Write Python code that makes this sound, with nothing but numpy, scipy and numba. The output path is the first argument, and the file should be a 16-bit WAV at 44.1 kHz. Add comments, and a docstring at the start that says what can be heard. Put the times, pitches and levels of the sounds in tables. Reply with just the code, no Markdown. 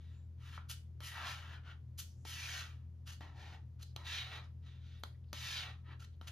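"""Over a low hum, a faint squeaky press; then a plastic card smooths a vinyl skin onto a laptop lid:
it taps down, scrapes across in short strokes and flicks off, while a loose end of vinyl slaps shut.
Random micro-slips of the edge ring card and lid as resonances; taps and slaps are decaying modes.
A small room with a humming appliance adds echoes from desk and walls, still air and wavering tones;
a phone with two close microphone ports listens from above."""
import sys
import numpy as np
from scipy import signal
from scipy.fft import rfft, irfft, next_fast_len
from scipy.io import wavfile
from scipy.ndimage import uniform_filter1d
from numba import njit

SR = 44100
rng = np.random.default_rng(int(sys.argv[2]) if len(sys.argv) > 2 else 0)


def waveform_to_disk(signal):
    """Save audio, clipped to [-1, 1], as 16-bit WAV at the path in sys.argv[1]."""
    frames = np.transpose(np.atleast_2d(signal))
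    scaled = np.clip(frames, -1, 1) * 32767
    samples = np.round(scaled).astype(np.int16)
    wavfile.write(sys.argv[1], SR, samples)


N = 278271
T = np.arange(N) / SR  # time in seconds


def undb(db):
    """Decibels to gain."""
    return 10 ** (np.asarray(db) / 20)


def unit(x):
    """Scale to rms 1."""
    return x / np.sqrt(np.mean(x ** 2))


def colour(points, hz):
    """Level in dB of a spectrum, drawn straight between its points over log frequency."""
    point_hz, point_db = np.transpose(points)
    return np.interp(np.log(hz), np.log(point_hz), point_db)


def bump(hz, centre_hz, width_hz):
    """Bell shape of one resonance, top 1."""
    return 1 / (1 + (2 * (hz - centre_hz) / width_hz) ** 2)


def shape(x, gain):
    """Filter by a gain that is a function of frequency."""
    size = next_fast_len(x.shape[-1] + 2048)
    hz = np.maximum(np.arange(size // 2 + 1) * SR / size, 1)
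    return irfft(rfft(x, size) * gain(hz), size)[..., :x.shape[-1]]


def walk(rate):
    """Slow random wander with a spread near 1: random steps at the given rate (Hz), smoothed twice."""
    k = int(SR / rate)
    steps = np.repeat(rng.standard_normal(N // k + 1), k)
    return np.sqrt(2) * uniform_filter1d(uniform_filter1d(steps, k), k)[:N]


def slips(spread_db, judder_db, judder_rate):
    """Dense micro-slips of unequal size, bunched by the judder of the edge."""
    sizes = rng.standard_normal(N) * undb(spread_db * rng.standard_normal(N))
    return unit(sizes * undb(judder_db * walk(judder_rate)))


def ring(modes, t, detune):
    """Decaying modes of a struck body, each shifted a little in pitch at each blow."""
    total = 0
    for hz, db, t60 in modes:
        pitch_hz = hz * (1 + detune * rng.standard_normal())
        decay = np.exp(-np.log(1000) * t / t60)
        total = total + undb(db) * decay * np.sin(2 * np.pi * pitch_hz * t)
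    return total


def effort(t, rise, hold, slowing, swell_db, rise_power=2.13, ease_s=0.0098):
    """Level in dB of one push: it gathers speed, changes by the swell over the hold, then slows."""
    attack = np.sin(np.pi / 2 * np.clip(t / rise, 1e-3, 1)) ** rise_power
    to_go = np.clip((rise + hold - t) / hold, 0, 1)
    past = np.maximum(t - rise - hold, 0)
    # the slowing eases in rather than starting with a corner
    slowed_s = np.hypot(past, ease_s) - ease_s
    return 20 * np.log10(attack) - swell_db * to_go ** 2 - slowing * slowed_s


def scrape(lid_hz=1400, hiss_hz=4600, lid_db=-3.0, card_db=-1.8, hiss_db=-0.96,
           near_s=0.0009, far_s=.00321, travel=0.001546, rim_echo=.24,
           rumble_hz=350, grit_hz=11000, apart_db=-8, apart_hz=4000,
           lid_per_db=0.74, hiss_per_db=1, lean_lid_db_per_s=12.5, lean_hiss_db_per_s=-15,
           ring_width_hz=18, ring_db=1.5):
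    """Each push rings the lid below, the card in the middle and hisses on top; friction drives all three."""
    # colour of the sliding edge: hz, level_db
    edge_colour = [(200, -16.5), (450, -8), (620, -8.2), (780, -5), (1000, -2.5), (1400, -3), (2500, 2.5),
                   (3700, 1), (4900, -4.5), (6200, -1), (7500, -14), (10000, -19.5), (12000, -21.3),
                   (15500, -22.5)]
    # resonances of card and lid under the sliding edge: centre_hz, width_hz, height_db
    resonances = [(690, 100, -0.5), (1320, 260, 2), (1830, 280, 4), (2020, 100, -1), (3090, 320, 1.5),
                  (4700, 340, 0.5), (6060, 1050, -5.5)]
    # narrow rings of the lid, the same under every stroke: centre_hz
    rings_hz = [1296, 1481, 1605, 1713, 1820, 2234, 2393, 2990, 3402, 3782, 3947, 4606]
    # where and how the edge presses, by name: lid_resonance_hz, its height_db, card_resonance_hz,
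    # its height_db, lid_rumble_db, finest_grit_db, left_over_right_db
    contacts = { "first press": (1560, 5, 3750, 6, -13.5, 7, 1.5),
                "laying down": (1333, 12, 3101, 2.5, -6, 7, 1),
                "long sweep, upright": (1202, 3, 2950, 2, -7, 14, 1),
                "long sweep": (1202, 2, 1530, 4, -6.5, 5.5, 1.5),
                "hinge side": (1450, 11, 3070, 6.5, 6.8, 1.7, 2),
                "middle sweep, upright": (1600, 2, 3300, 3, 6, 13, 0.5),
                "middle sweep": (1438, 3, 2050, -2, 1, 5.5, 0),
                "front rim": (830, 8, 1860, 4.8, 10, -1, 0.5),
                "side sweep": (2046, 2.5, 3880, 8.5, -1, 3.5, -0.4),
                "slow rub": (1366, 5.5, 3700, 6.5, 7, -5, 0),
                "off the corner": (520, 15, 4600, 14, 14, 21, 2),
                "corner sweep": (920, -2.5, 3820, 4.5, -3.5, 3.5, -0.2),
                "corner press": (1252, 5.5, 1750, 6.5, 16, 10, 0),
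                "last touch": (670, 9.3, 1400, 8.2, 6.7, 9.1, 1), }
    # each push of the card: contact name, start_s, rise_s, hold_s, slowing_db_per_s, level_db,
    # swell_over_hold_db, lid_re_level_db, hiss_re_level_db
    pushes = [ ("first press", 0, .01, 0.14, 190, -76, -0.92, -8, -11.5),
              ("laying down", .356, 0.14, 0.067, 470, -59, 3.1, -8, -10.5),
              ("laying down", 0.57, 0.0083, 0.023, 290, -68, 0, 2.4, -22),
              ("long sweep, upright", 1.004, .003, .012, 150, -60, 0, -4.5, -9),
              ("long sweep, upright", 1.0064, 0.048, 0.017, 134, -51.5, 1, -16.5, -2.8),
              ("long sweep", 1.087, 0.091, 0.082, 260, -49.5, 3.1, -0.59, -13.5),
              ("long sweep", 1.2245, 0.062, 0.013, 143, -46.5, 0, -8.5, -8),
              ("hinge side", 1.37, 0.051, 0.12, 330, -58.5, 2.4, -1, -15.5),
              ("hinge side", 1.51, .02, .01, 330, -60, 0, -8, -16),
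              ("hinge side", 1.617, 0.064, 0.03, 470, -59, 2.1, -2, -17),
              ("middle sweep, upright", 2.255, .035, .015, 95, -56, 0, -14.5, 1.3),
              ("middle sweep", 2.2474, 0.0048, 0.34, 178, -47.5, 11.2, -11, -7),
              ("front rim", 3.204, 0.007, 0.012, 148, -61, 0, 3.1, -11.5),
              ("front rim", 3.319, 0.1, 0.122, 360, -61.6, 0, 1.5, -11.5),
              ("side sweep", 3.963, 0.01, 0.038, 100, -67.5, .5, 6.7, -5.5),
              ("side sweep", 4.027, 0.062, 0.095, 190, -43, 3.1, -14.5, -12.5),
              ("side sweep", 4.177, .133, .052, 303, -51.5, 3.2, -2.2, -13.5),
              ("slow rub", 4.6, 0.082, 0.022, 92, -69, 0, -10, -12),
              ("slow rub", 4.784, 0.092, 0.094, 240, -69.5, .5, -15, -11),
              ("off the corner", 5.037, 0.0042, 0.01, 260, -68, 0, -1, -3.5),
              ("corner sweep", 5.328, 0.005, 0.23, 194, -45, 10.2, -12, -7),
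              ("corner sweep", 5.55, 0.052, 0.026, 275, -47, 0, -11, -13.5),
              ("corner sweep", 5.61, 0.068, 0.018, 370, -57.5, 1, 0, -16.5),
              ("corner press", 5.821, 0.087, 0.019, 530, -61.5, 2.3, 0.6, -25),
              ("last touch", 6.215, 0.0045, 0.066, 270, -72, 0, 1, -6), ]
    out = np.zeros((2, N))
    own = shape(rng.standard_normal((2, N)), lambda f: 1 / np.hypot(1, (apart_hz / f) ** 2))
    for contact, start, rise, hold, slowing, level, swell, push_lid_db, push_hiss_db in pushes:
        hollow_hz, hollow_db, bite_hz, bite_db, rumble_db, grit_db, left_db = contacts[contact]
        friction = slips(spread_db=2.5, judder_db=0.8, judder_rate=260)
        span = (T >= start) & (T <= start + rise + hold + 50 / slowing)
        t = T[span] - start

        # waves return from two rims of the lid; the card leaves one and nears the other,
        # so the colour shifts; travel is seconds of echo lag per second since the contact began
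        landed = min(row[1] for row in pushes if row[0] == contact)
        moved = travel * (T[span] - landed)
        near_echo = np.interp(T[span] - (near_s + moved), T, friction)
        far_echo = np.interp(T[span] - (far_s - moved), T, friction)
        x = friction[span] + rim_echo * (near_echo + far_echo)
        # the edge is long, so in the treble each port hears a part of it alone
        x = x + undb(apart_db) * own[:, :len(t)]

        modes = [*resonances, *((hz, ring_width_hz, ring_db) for hz in rings_hz),
                 (hollow_hz, hollow_hz / 2.5, hollow_db), (bite_hz, bite_hz / 5, bite_db),
                 (rumble_hz, rumble_hz, rumble_db), (grit_hz, grit_hz / 2, grit_db)]
        x = shape(x, lambda f: undb(colour(edge_colour, f)
                                    + sum(db * bump(f, hz, width) for hz, width, db in modes)))
        low = shape(x, lambda f: 1 / (1 + (f / lid_hz) ** 6))
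        high = shape(x, lambda f: 1 / (1 + (hiss_hz / f) ** 10))
        middle = x - low - high

        # a slow edge sounds hollow, a fast one bright: the lid follows the push by less
        push_db = effort(t, rise, hold, slowing, swell)
        # the card leans over during a push, so the lid gains and the hiss fades
        lean_s = t - rise - hold
        lid_level = push_lid_db + lid_db + lid_per_db * push_db + lean_lid_db_per_s * lean_s
        hiss_level = push_hiss_db + hiss_db + hiss_per_db * push_db + lean_hiss_db_per_s * lean_s
        sound = (unit(low) * undb(lid_level)
                 + unit(middle) * undb(card_db + push_db)
                 + unit(high) * undb(hiss_level))
        out[:, span] += undb(level + np.array([[left_db], [-left_db]]) / 2) * sound
    return out


@njit
def band(x, hz, share):
    """Band-pass with a moving centre and a width that is a share of it; gain 1 at the centre."""
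    y, b, l = np.empty(len(x)), 0., 0.
    for i in range(len(x)):
        g = np.tan(np.pi * hz[i] / SR)
        v = (b + g * (x[i] - l)) / (1 + g * (g + share))
        b, l, y[i] = 2 * v - b, l + 2 * g * v, share * v
    return y


def sweep(x, width=0.21):
    """Sliding resonances of the lid swell and fade as the edge travels over it."""
    # resonances sliding in pitch: start_s, end_s, first_hz, last_hz, height_db
    slides = [(1.063, 1.327, 2000, 910, 6), (1.15, 1.32, 950, 450, 3.5), (1.13, 1.36, 2700, 3400, 2),
              (2.252, 2.744, 3450, 1160, 5), (2.38, 2.72, 5800, 6940, 4.5), (3.055, 3.12, 3200, 2700, 3),
              (3.06, 3.125, 5400, 5900, 2.5), (3.21, 3.6, 3900, 4400, 2.5), (4.06, 4.194, 6600, 5800, 4.5),
              (4.12, 4.44, 3300, 2080, 3), (4.66, 5.02, 3200, 4600, 3), (5.468, 5.623, 5400, 4300, 3.5),
              (5.55, 5.76, 3200, 1990, 3)]
    out = x.copy()
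    for start, end, first_hz, last_hz, db in slides:
        span = (T >= start) & (T < end)
        along = (T[span] - start) / (end - start)
        hz = first_hz * (last_hz / first_hz) ** along
        boost = (undb(db) - 1) * np.sqrt(np.abs(np.sin(np.pi * along)))
        out[:, span] += boost * np.array([band(port[span], hz, float(width)) for port in x])
    return out


def flicks(pivot_hz=3500):
    """Quick, light skids of the edge over the vinyl as the card lifts or turns: bright and gritty."""
    # each flick: start_s, rise_s, hold_s, fall_s (time constant), level_db, tilt_db_per_octave,
    # card_resonance_hz, its height_db
    flick_list = [(0.681, 0.019, 0.016, 0.014, -46.5, 0, 1450, 6),
                  (1.971, 0.019, 0.012, 0.016, -44.7, 1.8, 8000, 2),
                  (3.052, 0.022, 0.034, 0.009, -56.5, -3.2, 1800, 4),
                  (3.111, 0.014, .019, .009, -59.5, -2.4, 4500, 5.5),
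                  (3.784, 0.014, 0.018, 0.0046, -69, -6, 2980, -1),
                  (3.805, 0.022, 0.007, 0.005, -57.5, 0.3, 4200, 7.5),
                  (4.422, 0.019, .008, .014, -67.5, -8, 5000, 10),
                  (4.659, 0.0036, 0.0071, 0.011, -65.5, -7, 3900, 15),
                  (5.031, .004, .001, .002, -54, 0, 4500, 5),
                  (5.99, 0.011, 0.026, .012, -61.3, -4, 1420, 6),
                  (6.037, 0.0082, .003, .004, -62, -5, 4070, 8),
                  (6.266, 0.01, 0.0056, 0.012, -49.8, -4, 2200, 5)]
    # colour of a flick: hz, level_db
    flick_colour = [(300, -32), (550, -17), (750, -11.5), (1000, -12.5), (1350, 0), (2150, -5.5), (2950, 3),
                    (3600, 1.5), (5500, 0), (6300, 2), (7200, -1.5), (9000, -3.5), (11000, -3), (15500, -9)]
    # clear of the lid, the card rings on briefly: centre_hz, width_hz, level_db
    free_rings = [(2980, 35, -8), (4250, 50, -11), (6350, 60, -6)]
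    friction, out = slips(spread_db=3, judder_db=1.6, judder_rate=300), np.zeros(N)
    for start, rise, hold, fall, db, tilt, ring_hz, ring_db in flick_list:
        span = (T >= start) & (T < start + .5)
        t = T[span] - start
        speed = np.minimum(t / rise, 1) ** 2 * np.exp(-np.maximum(t - rise - hold, 0) / fall)
        # the tilt acts from 1 kHz up
        x = shape(friction[span], lambda f: undb(
            colour(flick_colour, f)
            + tilt * np.log2(np.maximum(f, 1000) / pivot_hz)
            + ring_db * bump(f, ring_hz, ring_hz / 8)))
        out[span] += undb(db) * speed * unit(x)
    return shape(out, lambda f: 1 + sum(undb(db) / (1 + 2j * (f - hz) / width)
                                        for hz, width, db in free_rings))


def taps(crack_db=-12, crack_s=0.0013, snap_db=-20, snap_s=0.0017, hard_hz=5000, card_low_hz=800,
         lid_lag_s=0.00097, spot_t60=.016):
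    """Knocks of the edge: a crack and the card's short ring, dulled by a soft contact, over a lid thump."""
    # each tap: time_s, level_db, contact_cutoff_hz, lid_thump_db, card_pitch_factor,
    # contact_build_s, struck_spot_hz, struck_spot_db
    tap_list = [(1.0047, -35.5, 6000, -13, 0.97, 0.00083, 1700, -24),
                (2.2513, -36.5, 6100, -4.5, 1.2, 0.00062, 850, -18),
                (3.2078, -36.5, 4300, -5, 1.1, 0.0006, 780, -18),
                (3.833, -40, 6000, -22, 1.15, .0005, 1500, -26),
                (3.9624, -22.7, 5400, -17.5, 0.96, .0009, 1150, -25),
                (5.0361, -24, 5100, -23, 1.03, 0.00043, 1450, -28),
                (5.3302, -22, 5240, -13.5, 1.4, 0.00045, 500, -19),
                (6.2132, -33, 3600, -11.5, .92, 0.00062, 1400, -24)]
    # modes of the lid: hz, level_db, t60_s
    lid_modes = [(126, -17.5, 0.14), (194, -12.5, 0.031), (324, -19, 0.039), (397, -20.5, 0.038),
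                 (538, -17.5, 0.032), (750, -11, 0.02), (943, -15, 0.04), (1260, -32, 0.006)]
    # modes of the card at pitch factor 1: hz, level_db, t60_s
    card_modes = [(1520, -11, 0.0051), (1850, -39, 0.0073), (2510, -7.5, 0.0029), (3310, -8.5, 0.0071),
                  (4140, -9, 0.0061), (6210, -12.5, 0.0051)]
    out, t = np.zeros(N), T[:SR // 5]
    for s, db, contact_hz, thump_db, pitch, press_s, spot_hz, spot_db in tap_list:
        noise = rng.standard_normal(len(t))
        click = ring(card_modes, t * pitch, detune=0.019) + undb(crack_db) * np.exp(-t / crack_s) * noise
        click = signal.lfilter(*signal.butter(2, min(contact_hz, SR / 3), fs=SR), click)
        # the harder the contact, the more the very edge snaps
        snap = undb(snap_db) * (contact_hz / hard_hz) ** 2 * np.exp(-t / snap_s) * noise
        # the card is too small to radiate bass; that comes from the lid
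        card = signal.lfilter(*signal.butter(2, card_low_hz, "high", fs=SR), click + snap)
        # the heavier lid answers just after the card
        lid = ring(lid_modes, np.maximum(t - lid_lag_s, 0), detune=0.096)
        # each place on the lid has a ring of its own
        spot = ring([(spot_hz, spot_db, spot_t60)], t, detune=0)
        contact_build = np.minimum(t / press_s, 1)
        blow = undb(db) * ((card + spot) * contact_build + undb(thump_db) * lid)
        i = int(s * SR)
        out[i:i + len(t)] += blow[:N - i]
    return out


def slaps(close_s=0.00075, crack_db=-17.5, crack_s=.001, crack_hz=3000):
    """Round, cushioned knocks with a small crack: the vinyl squeezes out the last pocket of air."""
    # the loose end of the vinyl slaps shut on the lid and bounces once: time_s, level_db
    slap_list = [(0.5777, -28), (0.5866, -40)]
    # hollow ring of the air trapped under it: hz, level_db, t60_s
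    pocket_modes = [(645, -18, 0.015), (1280, 0.5, 0.0067), (1700, -6, .005), (2370, -10, 0.0043)]
    out, t = np.zeros(N), T[:SR // 10]
    for s, db in slap_list:
        burst = rng.standard_normal(len(t)) * np.exp(-t / crack_s)
        crack = signal.lfilter(*signal.butter(2, crack_hz, fs=SR), burst)
        hollow = ring(pocket_modes, t, detune=.01) * np.minimum(t / close_s, 1) ** 2
        i = int(s * SR)
        out[i:i + len(t)] += undb(db) * (hollow + undb(crack_db) * crack)
    return out


def squeak(at_s=0.17, half_s=0.086, pitch_hz=7150, db=-81, waver=0.022):
    """A faint squeak under the first slow press: one tone wavering in pitch and level."""
    # the pitch wavers slowly and fast, each by a share of itself
    phase = 2 * np.pi * np.cumsum(pitch_hz * (1 + waver * walk(36) + waver * walk(620))) / SR
    return undb(db + 3 * walk(60)) * np.exp(-((T - at_s) / half_s) ** 2) * np.sin(phase)


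def faint_swells(width=0.41):
    """Faint short swells of hiss around the strokes: noise in one broad band that rises and fades."""
    # each swell: time_s, half_length_s, band_centre_hz, level_db
    swell_list = [(0.777, 0.02, 2980, -74), (2.093, 0.056, 5700, -73.5), (2.22, 0.08, 7140, -80),
                  (3.885, 0.04, 4560, -75.5), (5.003, .014, 11000, -82), (5.151, .009, 1930, -78),
                  (5.244, 0.0052, 3230, -79.5), (5.297, 0.03, 4300, -83), (6.14, 0.016, 3550, -79.5)]
    out = np.zeros(N)
    for s, half_s, centre_hz, db in swell_list:
        span = np.abs(T - s) < 3 * half_s
        x = shape(rng.standard_normal(N)[span], lambda f: bump(f, centre_hz, width * centre_hz))
        out[span] += undb(db) * unit(x) * np.exp(-((T[span] - s) / half_s) ** 2)
    return out


def reflections(x, t60, wet_db, gap_s, dull_hz):
    """A diffuse, decaying tail of echoes, different at each port and duller than the source."""
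    t = T[:SR // 2]
    # silent for the gap, then building over as long again
    build = np.clip(t / gap_s - 1, 0, 1)
    tail = rng.standard_normal((2, len(t))) * np.exp(-np.log(1000) * t / t60) * build
    tail /= np.sqrt(np.sum(tail ** 2, axis=1, keepdims=True))
    wet = signal.fftconvolve(x[None], tail, axes=1)[:, :N]
    return undb(wet_db) * shape(wet, lambda f: 1 / np.hypot(1, f / dull_hz))


def background(air_db=-61.0, side_db=1, waver_db=.5, wander=0.04, steady_hz=80, apart_hz=600, apart=1.1):
    """A slightly wavering hum over soft rumble, a little to the left; the bass is alike at both ports."""
    # hum of a compressor and the mains: hz, level_db (rms)
    hum_lines = [(59, -75.5), (82.3, -51.5), (116.6, -68), (120, -72.5), (123.4, -58.8), (177, -79.5),
                 (206, -81)]
    # still air of the room: hz, relative level_db
    air_colour = [(20, -15.5), (35, -7), (60, 2), (85, 3), (135, 2), (170, -6.5), (250, -13.5), (400, -21),
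                  (700, -29.5), (1200, -36), (2500, -41), (7000, -46), (12000, -50.5), (15500, -55)]
    hum = 0
    for hz, db in hum_lines:
        # the higher lines are the less steady; waver (dB) and wander (radians) hold at steady_hz
        unsteady = (hz / steady_hz) ** 2
        level = np.sqrt(2) * undb(db + waver_db * unsteady * walk(7.8))
        phase = 2 * np.pi * (hz * T + rng.random()) + wander * unsteady * walk(6.9)
        hum = hum + level * np.sin(phase)
    mid, side = shape(rng.standard_normal((2, N)), lambda f: undb(colour(air_colour, f)))
    side = shape(side, lambda f: apart * f / (f + apart_hz) / np.hypot(1, (f / 4000) ** 2))
    sides = np.array([[1], [-1]])
    air = undb(air_db) * (mid + sides * side) / np.std(mid)
    # the left gains side_db and the right loses as much
    return (hum + air) * undb(side_db * sides)


def scene(lifted_db=4):
    """The card's sounds, echoes from desk and walls, and the background."""
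    pressed = sweep(scrape()) + taps() + slaps() + squeak() + faint_swells()
    lifted = sweep(flicks()[None])[0]
    pressed_mono = pressed.mean(axis=0)
    desk = reflections(pressed_mono + lifted, t60=0.098, wet_db=-6.5, gap_s=0.001, dull_hz=4800)
    # clear of the lid, the card radiates more freely into the room
    walls = reflections(pressed_mono + undb(lifted_db) * lifted,
                        t60=0.27, wet_db=-11.0, gap_s=0.0093, dull_hz=8200)
    return pressed + lifted + desk + walls + background()


def record(dry, low_cut_hz=17, top_hz=15500):
    """The ports drift apart in phase towards the treble and ripple in level; deep rumble and top are cut."""
    # the left port against the right: hz, phase_lead_radians, level_db
    ports = [(0, 0, 0), (500, 0, 0), (1000, 0, 1), (2000, 0, 0), (3000, .85, -.7), (3800, 1, -1),
             (4400, .8, .8), (5000, .1, 1.6), (5500, -.9, .3), (6800, -1, 1), (7700, -2.9, 0),
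             (8900, -3.4, 0), (10300, -5.2, 0), (12000, -6.3, -.3), (13500, -7.4, -.3), (15500, -9.9, 0)]
    port_hz, lead, left_db = np.transpose(ports)
    half = np.array([[.5], [-.5]])  # each port takes half of the difference
    pair = shape(dry, lambda f: np.exp(1j * half * np.interp(f, port_hz, lead))
                 * undb(half * np.interp(f, port_hz, left_db)))
    pair = shape(pair, lambda f: 1 / np.hypot(1, (low_cut_hz / f) ** 2))
    return signal.sosfilt(signal.ellip(10, .2, 70, top_hz, fs=SR, output="sos"), pair)


dry = scene()
out = record(dry)
waveform_to_disk(out)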